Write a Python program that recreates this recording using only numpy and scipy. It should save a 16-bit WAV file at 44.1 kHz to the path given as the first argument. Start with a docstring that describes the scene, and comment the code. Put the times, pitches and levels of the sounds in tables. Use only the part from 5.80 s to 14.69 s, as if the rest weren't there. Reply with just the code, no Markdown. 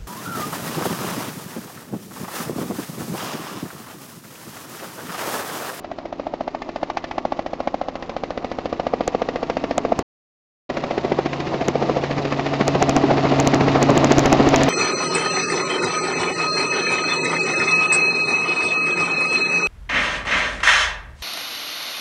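"""A small piston helicopter with a two-blade rotor flies in from far off until it is low overhead.
At a distance each blade slaps the vortices left by the other, in bursts of swings that swell and fade.
At some moments the recorder overloads and crackles; then comes a short silent break.
After it the engine's drone (a firing tone and its octave), the tail rotor's buzz of harmonics and the
noise of the rotor wash grow as the distance shrinks, with more and more crackles."""
import sys
import numpy as np
from scipy.fft import rfft, irfft, next_fast_len
from scipy.io import wavfile
from scipy.ndimage import uniform_filter1d, map_coordinates

SR = 44100
rng = np.random.default_rng(int(sys.argv[2]) if len(sys.argv) > 2 else 0)


def wav_record(signal):
    """Record a signal, one row per channel, as 16-bit PCM in the file named by sys.argv[1]."""
    frames = np.transpose(np.atleast_2d(signal))
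    bounded = np.clip(frames, -1, 1)
    # unit amplitude maps onto the largest positive 16-bit level
    quanta = np.round(bounded * 32767).astype(np.int16)
    wavfile.write(sys.argv[1], SR, quanta)


N = 392049

# firing rate of all the cylinders together, sinking as the approach slows: time_s, firing_hz
FIRING_RATE = [(0, 142.7), (4.2, 142.8), (4.9, 141.3), (5.8, 139.4), (6.4, 140.9), (7, 139), (7.5, 138),
               (8, 137.7), (8.89, 137.3)]
CYLINDERS = 6


def amp(db):
    """Decibels to gain."""
    return 10 ** (np.asarray(db) / 20)


def unit(x):
    """x at rms 1."""
    return x / np.sqrt(np.mean(x ** 2) + 1e-20)


def along(points, hz):
    """(Hz, value) points read on a log axis."""
    f, v = np.transpose(points)
    return np.interp(np.log(hz + 1), np.log(f + 1), v)


def curves(rows):
    """One value per sample for each column after the time."""
    s, *cols = np.transpose(rows)
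    return [np.interp(np.arange(N) / SR, s, c) for c in cols]


def wobble(rate):
    """A smooth random curve, rate knots a second."""
    knots = rng.standard_normal(int(N * rate / SR) + 4)
    steps = np.arange(0, N, 64)
    coarse = map_coordinates(knots, [steps * rate / SR])
    return np.interp(np.arange(N), steps, coarse)


def filtered(x, response):
    """x times a response of frequency."""
    m = next_fast_len(N + SR // 4)
    return irfft(rfft(x, m) * response(np.fft.rfftfreq(m, 1 / SR)), m)[:N]


def coloured(x, spectrum):
    """x through a (Hz, dB) spectrum."""
    return filtered(x, lambda hz: amp(along(spectrum, hz)))


def noise(spectrum):
    """Noise of rms 1 with the given spectrum."""
    return unit(coloured(rng.standard_normal(N), spectrum))


def around(s, count=2000):
    """Sample indices near a moment, and their times from it."""
    i = np.arange(max(round(s * SR) - count, 0), min(round(s * SR) + count, N))
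    return i, i / SR - s


def periodic(turns, orders, gains, size=4096):
    """A wave of rms 1 made of the given multiples of a rotation."""
    angle = np.linspace(0, 2 * np.pi, size + 1)
    phases = rng.uniform(0, 2 * np.pi, (len(orders), 1))
    cycle = gains @ np.sin(np.outer(orders, angle) + phases)
    return np.interp(turns % 1 * 2 * np.pi, angle, unit(cycle))


def over_ground(x, lag, share):
    """The ground returns a later copy, whose lag grows as the helicopter climbs the sky."""
    n = np.arange(N)
    return (x + share * np.interp(n - lag * SR, n, x)) / np.sqrt(1 + share ** 2)


def wash_levels(nearest_m=15.28, rumble_db=-21.5, rush_db=-21.5, hiss_db=-29.5, air_db_per_m=.009):
    """Rumble, rush and hiss (dB) fall with distance, the hiss a little faster as the air absorbs it."""
    # the approach towards the microphone: time_s, distance_m
    distance = [(0.2, 210), (1.2, 147), (2.1, 162), (2.9, 116), (4.1, 83), (5.0, 61.5), (6.1, 43.5),
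                (6.6, 41), (7.0, 29.2), (7.5, 24), (7.9, 20.6), (8.8, 15.8)]
    metres, = curves(distance)
    spread_db = -20 * np.log10(metres / nearest_m)
    return rumble_db + spread_db, rush_db + spread_db, hiss_db + spread_db - air_db_per_m * metres


def washes(rumble_db, rush_db, hiss_db, heave_db, puffs):
    """The wash is turbulent noise in three bands, and exhaust puffs ripple through the upper two."""
    # spectra of the low, middle and high wash: freq_hz, relative_level_db
    low_wash = [(15, -25.5), (50, -25.5), (90, -20), (170, -13.5), (240, -5.5), (330, -6), (430, -6),
                (600, -28), (1200, -58), (3000, -120)]
    middle_wash = [(100, -55), (330, -15), (500, -0.5), (680, 2.5), (850, -5.5), (1150, -5.5), (1450, -17),
                   (2200, -32), (6000, -79), (8000, -120)]
    high_wash = [(400, -51), (1400, -10), (1950, 0.5), (2250, -3), (2650, -2.5), (2870, -4), (3300, -8),
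                 (3800, -6.5), (5000, -10.5), (6800, -19), (7600, -27), (8150, -33.5), (8600, -78)]
    rumble = amp(heave_db + rumble_db + 1.6 * wobble(8)) * noise(low_wash)
    rush = amp(heave_db + rush_db + 2.3 * wobble(30) + 2.7 * puffs) * noise(middle_wash)
    hiss = amp(hiss_db + 1.7 * wobble(110) + 1.6 * puffs) * noise(high_wash)
    return rumble + rush + hiss


def engine(cycles, overhead, rumble_db, rush_db, firing_gain_db=1.05, octave_gain_db=-2, count=100):
    """Six firings a cycle give the drone; unequal cylinders fill in the other orders."""
    # the exhaust turning towards the listener, ahead of the two gains:
    # time_s, firing_tone_db, octave_db
    exhaust = [(0.2, -63.5, -46), (2, -56, -55), (4, -48.5, -37.5), (5, -44.5, -52.5), (5.5, -35, -49),
               (6.1, -33.5, -44), (6.5, -32, -31.5), (7.3, -27.5, -23), (8, -24.5, -23),
               (8.8, -26.5, -20.5)]
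    # colour of the exhaust pipe: freq_hz, relative_level_db
    pipe_colour = [(23, -36), (70, -1.5), (115, -4), (200, -3), (320, 3.5), (460, -7.5), (650, 2.5),
                   (900, -8), (1300, -5.5), (2400, -31.5)]
    # engine orders that stand out: multiple_of_cycle_rate, relative_level_db
    strong_orders = [(14, -7), (18, -5), (27, -5), (29, 2), (33, -6), (37, -6), (39, -5), (47, -11)]
    firing_db, octave_db = curves(exhaust)
    angle = 2 * np.pi * CYLINDERS * cycles
    firing = amp(firing_db + firing_gain_db + wobble(13)) * np.sin(angle)
    octave = amp(octave_db + octave_gain_db + 0.48 * wobble(12)) * np.sin(2 * angle)
    drone = np.sqrt(2) * (firing + octave)

    shaded = 1 - overhead  # the exhaust points away during the approach
    orders = np.arange(1, count)
    last_cycle_hz = FIRING_RATE[-1][1] / CYLINDERS
    uneven = periodic(cycles + 0.0013 * wobble(25), orders, amp(along(pipe_colour, orders * last_cycle_hz)))
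    strong, strong_db = np.transpose(strong_orders)
    growl = periodic(cycles + .0015 * wobble(12), strong, amp(strong_db))
    # both follow the distance of the wash
    uneven_db = rumble_db - 4 - 10 * shaded + 1.1 * wobble(7.7)
    growl_db = rush_db - 5.5 - 8 * shaded + wobble(5)
    return drone + amp(uneven_db) * uneven + amp(growl_db) * growl


def tail_rotor(cycles, overhead, rumble_db, gear=3.56, count=24):
    """The geared tail rotor buzzes in harmonics, most of all straight ahead."""
    # harmonics of the buzz, the first row the fundamental: nominal_hz, relative_level_db
    buzz_colour = [(85.5, -11), (170, -7.5), (255, -3.5), (340, -2.5), (425, -12.5), (510, -12.5),
                   (680, -10), (1000, -16), (2000, -34.5)]
    orders = np.arange(1, count)
    sway = .01 * wobble(6)
    gains = amp(along(buzz_colour, orders * buzz_colour[0][0]))
    buzz = periodic(gear * cycles + sway, orders, gains)
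    return amp(rumble_db + 2.5 - 7.6 * overhead + wobble(2.6)) * buzz


def blade_passes(overhead, hit_window_s=.03, mismatch_db=.2, far_scatter=.45,
                 jitter_s=.0009, scatter_db=1.7, pitch_scatter=.12):
    """One row (s, slap dB, slap pitch Hz, swish dB) per blade pass, scattered more when overhead."""
    # the stretches in which the rotor is heard: first_pass_s, end_s
    stretches = [(0.047, 4.226), (4.901, 8.89)]
    # blade passes, slower by the end as the machine stops closing in: time_s, passes_per_s
    pass_rate = [(0, 14.195), (1.1, 14.226), (2.6, 14.247), (4.2, 14.23), (4.9, 14.32), (5.87, 14.12),
                 (6.85, 13.995), (7.8, 13.945), (8.89, 13.96)]
    # slapping that swells and fades as the rotor dips in and out of its own wake:
    # time_s, relative_slap_db
    slap_level = [(0.05, -29), (0.65, -22), (0.88, -31.5), (1.04, -19.5), (1.3, -30), (1.42, -17),
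                  (1.68, -24), (1.98, -18.5), (2.22, -32), (2.38, -23), (2.62, -24.5), (3.35, -15),
                  (3.54, -19), (3.8, -19.5), (4.1, -15), (4.92, -24.5), (5.4, -12.5), (5.64, -33),
                  (5.88, -16), (6.14, -16), (6.32, -22.5), (6.62, -28.5), (6.8, -16), (7.05, -14.5),
                  (7.58, -22), (7.85, -16.5), (8.45, -15), (8.89, -20.5)]
    # how fast the blade crosses the row of vortices, before scatter: time_s, pitch_hz
    crossing_pitch = [(0, 632), (1.1, 688), (2.5, 608), (3.4, 566), (4.05, 634), (5.0, 581), (5.35, 404),
                      (6.6, 540), (7.3, 454), (8.89, 406)]
    # turbulence shed by the blades: time_s, relative_swish_db
    shed_level = [(0, -40.5), (0.55, -39), (0.95, -34), (1.15, -29.5), (1.7, -36), (2.6, -33), (3.4, -30.5),
                  (4.2, -31), (5.3, -30.5), (5.6, -27.5), (6.05, -30), (6.5, -25.5), (7.55, -28.5),
                  (7.85, -24.5), (8.89, -22.5)]
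    # passes that hit a vortex squarely: time_s, extra_slap_db, extra_swish_db
    square_hits = [(0.4, 1, 0), (1.174, 2, 2.5), (1.876, 3, 4), (3.14, 2, -1.5), (3.91, 1.5, 1.5),
                   (5.887, 2, -1), (7.025, 0.5, 3)]
    t = np.arange(N) / SR
    sweep = np.cumsum(curves(pass_rate)[0]) / SR
    slap_db, pitch_hz, swish_db = curves(slap_level) + curves(crossing_pitch) + curves(shed_level)
    hits = np.array(square_hits)
    rows = []
    for first, end in stretches:
        first_turn, end_turn = np.interp([first, end], t, sweep)
        moments = np.interp(np.arange(first_turn, end_turn), sweep, t)
        for k, s in enumerate(moments):
            i = round(s * SR)
            scatter = np.interp(overhead[i], [0, 1], [far_scatter, 1])
            late, harder, higher, rougher = np.clip(rng.standard_normal(4), -2, 2) * scatter
            hit = np.abs(hits[:, 0] - s) < hit_window_s
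            # one blade bites harder than the other
            bite_db, shed_db = hits[hit, 1:].sum(axis=0) + mismatch_db * (-1) ** k
            rows.append((s + jitter_s * late,
                         slap_db[i] + bite_db + scatter_db * harder,
                         pitch_hz[i] * np.exp(pitch_scatter * higher),
                         swish_db[i] + shed_db + scatter_db * rougher))
    return [row for row in rows if row[0] < t[-1]]


def slaps(passes, overhead, rise_far=0.00047, rise_near=0.0018, fall_far=0.0014, fall_near=0.0032,
          lead=0.001094, sag=0.17, skew=0.13, slap_db=-2.12, crack_db=30, count=24):
    """A blade cuts a row of tip vortices: a sharp suction, then a few swings; longer from below."""
    # colour of the swings: freq_hz, gain_db
    swing_colour = [(300, -0.5), (600, -1), (720, 2.5), (840, 3), (950, -6.5), (1150, 5.5), (1400, -3.5),
                    (2500, 1.5)]
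    # colour of the crack: freq_hz, gain_db
    crack_colour = [(150, -12), (330, 12.5), (700, 0.5), (1100, 12), (1450, -9), (2000, -15.5), (3000, 0),
                    (5000, -5), (6800, -20), (7700, -32), (8500, -88.5)]
    swings, cracks = np.zeros(N), np.zeros(N)
    chance = rng.standard_normal((len(passes), count))
    for (s, db, hz, swish_db), spacing in zip(passes, chance):
        i, t = around(s - lead)
        steep = overhead[round(s * SR)]
        rise = rise_far + steep * (rise_near - rise_far)
        fall = fall_far + steep * (fall_near - fall_far)
        size = np.exp(-np.abs(np.where(t < 0, t / rise, t / fall / 2.2)) ** 2.2)
        # the vortices are unevenly spaced
        drift = np.interp(hz * t, np.arange(count) - count // 2, np.cumsum(spacing))
        uneven = (.34 + .6 * steep) * (drift - np.interp(0, t, drift))
        # older vortices lie further apart, so the swings slow down
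        pitch = hz * (1 - sag * np.tanh((t - .0013) / 0.0012))
        turns = np.cumsum(pitch) / SR
        angle = 2 * np.pi * (turns - np.interp(0, t, turns)) + uneven
        slap = -size * (np.cos(angle) - skew * np.sin(2 * angle))
        swings[i] += amp(db + slap_db) * slap / np.sqrt(np.sum(slap ** 2) / (.02 * SR))
        # the first cut steepens into a crack
        cracks[round((s - lead) * SR)] -= amp(swish_db + crack_db - 11 * steep)
    return coloured(swings, swing_colour) + coloured(cracks, crack_colour)


def thuds(passes, overhead, far_hz=275, near_hz=215, width=.0032, delay=0.00091, thud_db=-2,
          thin_above_hz=600, thin_db_per_octave=20):
    """Under each slap the lift of the blade swings once: a low thud, thinner under fast, high slaps."""
    out = np.zeros(N)
    for s, db, slap_hz, _ in passes:
        i, t = around(s + delay)
        hz = far_hz + overhead[round(s * SR)] * (near_hz - far_hz)
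        thin_db = thin_db_per_octave * max(np.log2(slap_hz / thin_above_hz), 0)
        swing = np.exp(-(t / width) ** 2) * np.cos(2 * np.pi * hz * t)
        out[i] += amp(db + thud_db - thin_db) * swing
    return out


def swishes(passes, overhead, far_db=3.2, near_db=-0.5, ragged_db=2.5):
    """Turbulence off each blade: a quick burst from afar, a slower swell from below."""
    # spectrum of the shed turbulence: freq_hz, relative_level_db
    swish_colour = [(300, -33), (900, 2), (1500, 1), (2000, 4), (2700, -2), (3400, -8), (5000, -11.5),
                    (6800, -21), (7600, -33.5), (8100, -35), (8500, -65)]
    level = np.zeros(N)
    for s, _, _, db in passes:
        i, t = around(s)
        steep = overhead[round(s * SR)]
        rise, fall = 0.0012 + 0.006 * steep, 0.0065 + 0.0003 * steep
        late = t - .0008
        shape = np.exp(-np.maximum(-late / rise, late / fall))
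        level[i] += amp(db + far_db + steep * near_db) * shape
    return level * amp(ragged_db * overhead * wobble(260)) * noise(swish_colour)


def whumps(passes, overhead, width=0.0062, far_db=-16, near_db=1.8):
    """Each slap carries a gust of stirred air, fuller from below."""
    level = np.zeros(N)
    for s, db, *_ in passes:
        i, t = around(s - .001)
        level[i] += amp(db) / (1 + (t / width) ** 2)
    gust = noise([(40, -25.5), (100, -19), (185, 0.0), (290, 6.0), (420, -6.0), (750, 4.0),
                  (1100, -12.5), (1500, -23.0), (5000, -100)])
    return level * amp(far_db + (near_db - far_db) * overhead) * gust


def thumps(passes, width=0.0058, delay=0.004):
    """Each blade shoves the air aside in one slow pulse."""
    push = np.zeros(N)
    for s, *_ in passes:
        i, t = around(s + delay)
        push[i] += 1 / (1 + (t / width) ** 2) ** 2
    return unit(coloured(push, [(5, -46.5), (14, -10), (28, 1), (50, -2.5), (80, 3.5), (200, 5), (600, -36.5)]))


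def close_by(overhead, cycles, buffet_db=-17.0, whine_db=-33.0, fade_db=36, whine_order=125):
    """Strongest near the machine: the downwash buffets low, and the gears add a fuzzy whine."""
    downwash = noise([(30, -20.5), (60, -5.5), (84, -3.5), (110, 5.5), (150, -11.0), (400, -60.0)])
    buffet = amp(buffet_db + 2.2 * wobble(5)) * downwash
    # the whine's pitch is a multiple of the engine's cycle rate
    angle = 2 * np.pi * whine_order * cycles + 0.9 * wobble(80)
    whine = amp(whine_db + 2 * wobble(18)) * np.sqrt(2) * np.sin(angle)
    return amp(fade_db * (overhead - 1.5)) * (buffet + whine)


def crackles(buzz_hz=6500, length=0.00027, buzz_db=1.5, dip=0.9, grit_db=-2.5, delay=.0013,
             snap=.00007, snap_db=7):
    """At listed moments the overloaded recorder chatters for a few quick cycles below the midline."""
    # slaps that make the recorder crackle: time_s, relative_level_db
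    overloads = [(3.277, -15.5), (3.9792, -12.5), (4.1904, -14.5), (5.8825, -16), (6.8788, -11),
                 (7.0249, -9), (7.0936, -10.5), (7.1641, -14.5), (7.5998, -9), (7.6731, -6.5),
                 (7.7443, -14.5), (8.0274, -11.5), (8.1035, -18.5), (8.1764, -7.5), (8.2442, -12.5),
                 (8.32, -11.5), (8.3822, -12.5), (8.3923, -11), (8.4581, -13.5), (8.527, -8.5),
                 (8.6885, -15), (8.76, -8), (8.8335, -10)]
    out = np.zeros(N)
    for s, db in overloads:
        i, t = around(s + delay)
        burst = np.exp(-np.abs(t / length) ** 3)
        buzz = np.cos(2 * np.pi * buzz_hz * t + rng.uniform(0, 2 * np.pi)) - dip
        out[i] += amp(db + buzz_db) * burst * buzz
        out[i] += amp(db + grit_db) * burst * rng.standard_normal(len(t))
        # the wave snaps back as the overload lets go
        back = (t - length) / snap
        out[i] += amp(db + snap_db) * back * np.exp(-back ** 2)
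    return out


def scene():
    """Main rotor, wash, engine and tail rotor on one flight path."""
    # the flight: time_s, overhead (0 low in the sky, 1 above), ground_echo_lag_s, thump_rms_db
    flight = [(0, 0.35, 0.003, -51.5), (2.4, .05, 0.0039, -45), (4.2, 0.4, 0.0045, -44),
              (4.9, 0.5, .0052, -48), (6.3, 0.72, 0.0061, -48), (7.5, 1, .015, -46), (8.89, 1, 0.02, -32.5)]
    overhead, lag, thump_db = curves(flight)
    passes = blade_passes(overhead)
    rumble_db, rush_db, hiss_db = wash_levels()
    cycles = np.cumsum(curves(FIRING_RATE)[0]) / SR / CYLINDERS
    puffs = np.cos(2 * np.pi * CYLINDERS * cycles)
    # from below, the lower wash heaves as each blade sweeps over
    blade = np.interp(np.arange(N) / SR, [row[0] for row in passes], np.arange(len(passes)))
    heave_db = 3.9 * overhead * np.cos(2 * np.pi * (blade - .03))

    wash = washes(rumble_db, rush_db, hiss_db, heave_db, puffs)
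    machinery = engine(cycles, overhead, rumble_db, rush_db) + tail_rotor(cycles, overhead, rumble_db)
    chop = slaps(passes, overhead) + thuds(passes, overhead)
    chop += swishes(passes, overhead) + whumps(passes, overhead)
    rotor = over_ground(chop + wash, lag, share=0.22)
    near = amp(heave_db) * close_by(overhead, cycles)
    return (rotor + amp(thump_db) * thumps(passes) + machinery + near)[None]


def record(dry, top=.72, top_hz=16700):
    """The recorder flattens the peaks and has a narrow band; the sound falls silent during the break."""
    # the silent break: start_s, end_s
    silent_break = (4.226, 4.893)
    rounded = dry[0] / (1 + np.abs(dry[0] / top) ** 10) ** (1 / 10)
    chatter = crackles()
    # the chatter takes the place of the wave beneath it
    swamped = np.clip(uniform_filter1d(np.abs(chatter), size=20) / 0.079, 0, 1)
    clipped = np.clip(rounded * (1 - swamped) + chatter, -top, top)
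    narrow = coloured(clipped, [(7500, 0), (8400, -10), (16000, -19)])
    t = np.arange(N) / SR
    start_s, end_s = silent_break
    sounding = ((t < start_s) | (t > end_s)).astype(float)
    running = uniform_filter1d(sounding, size=150)  # softens both edges
    return filtered(running * narrow, lambda hz: hz < top_hz)[None]


dry = scene()
out = record(dry)
wav_record(out)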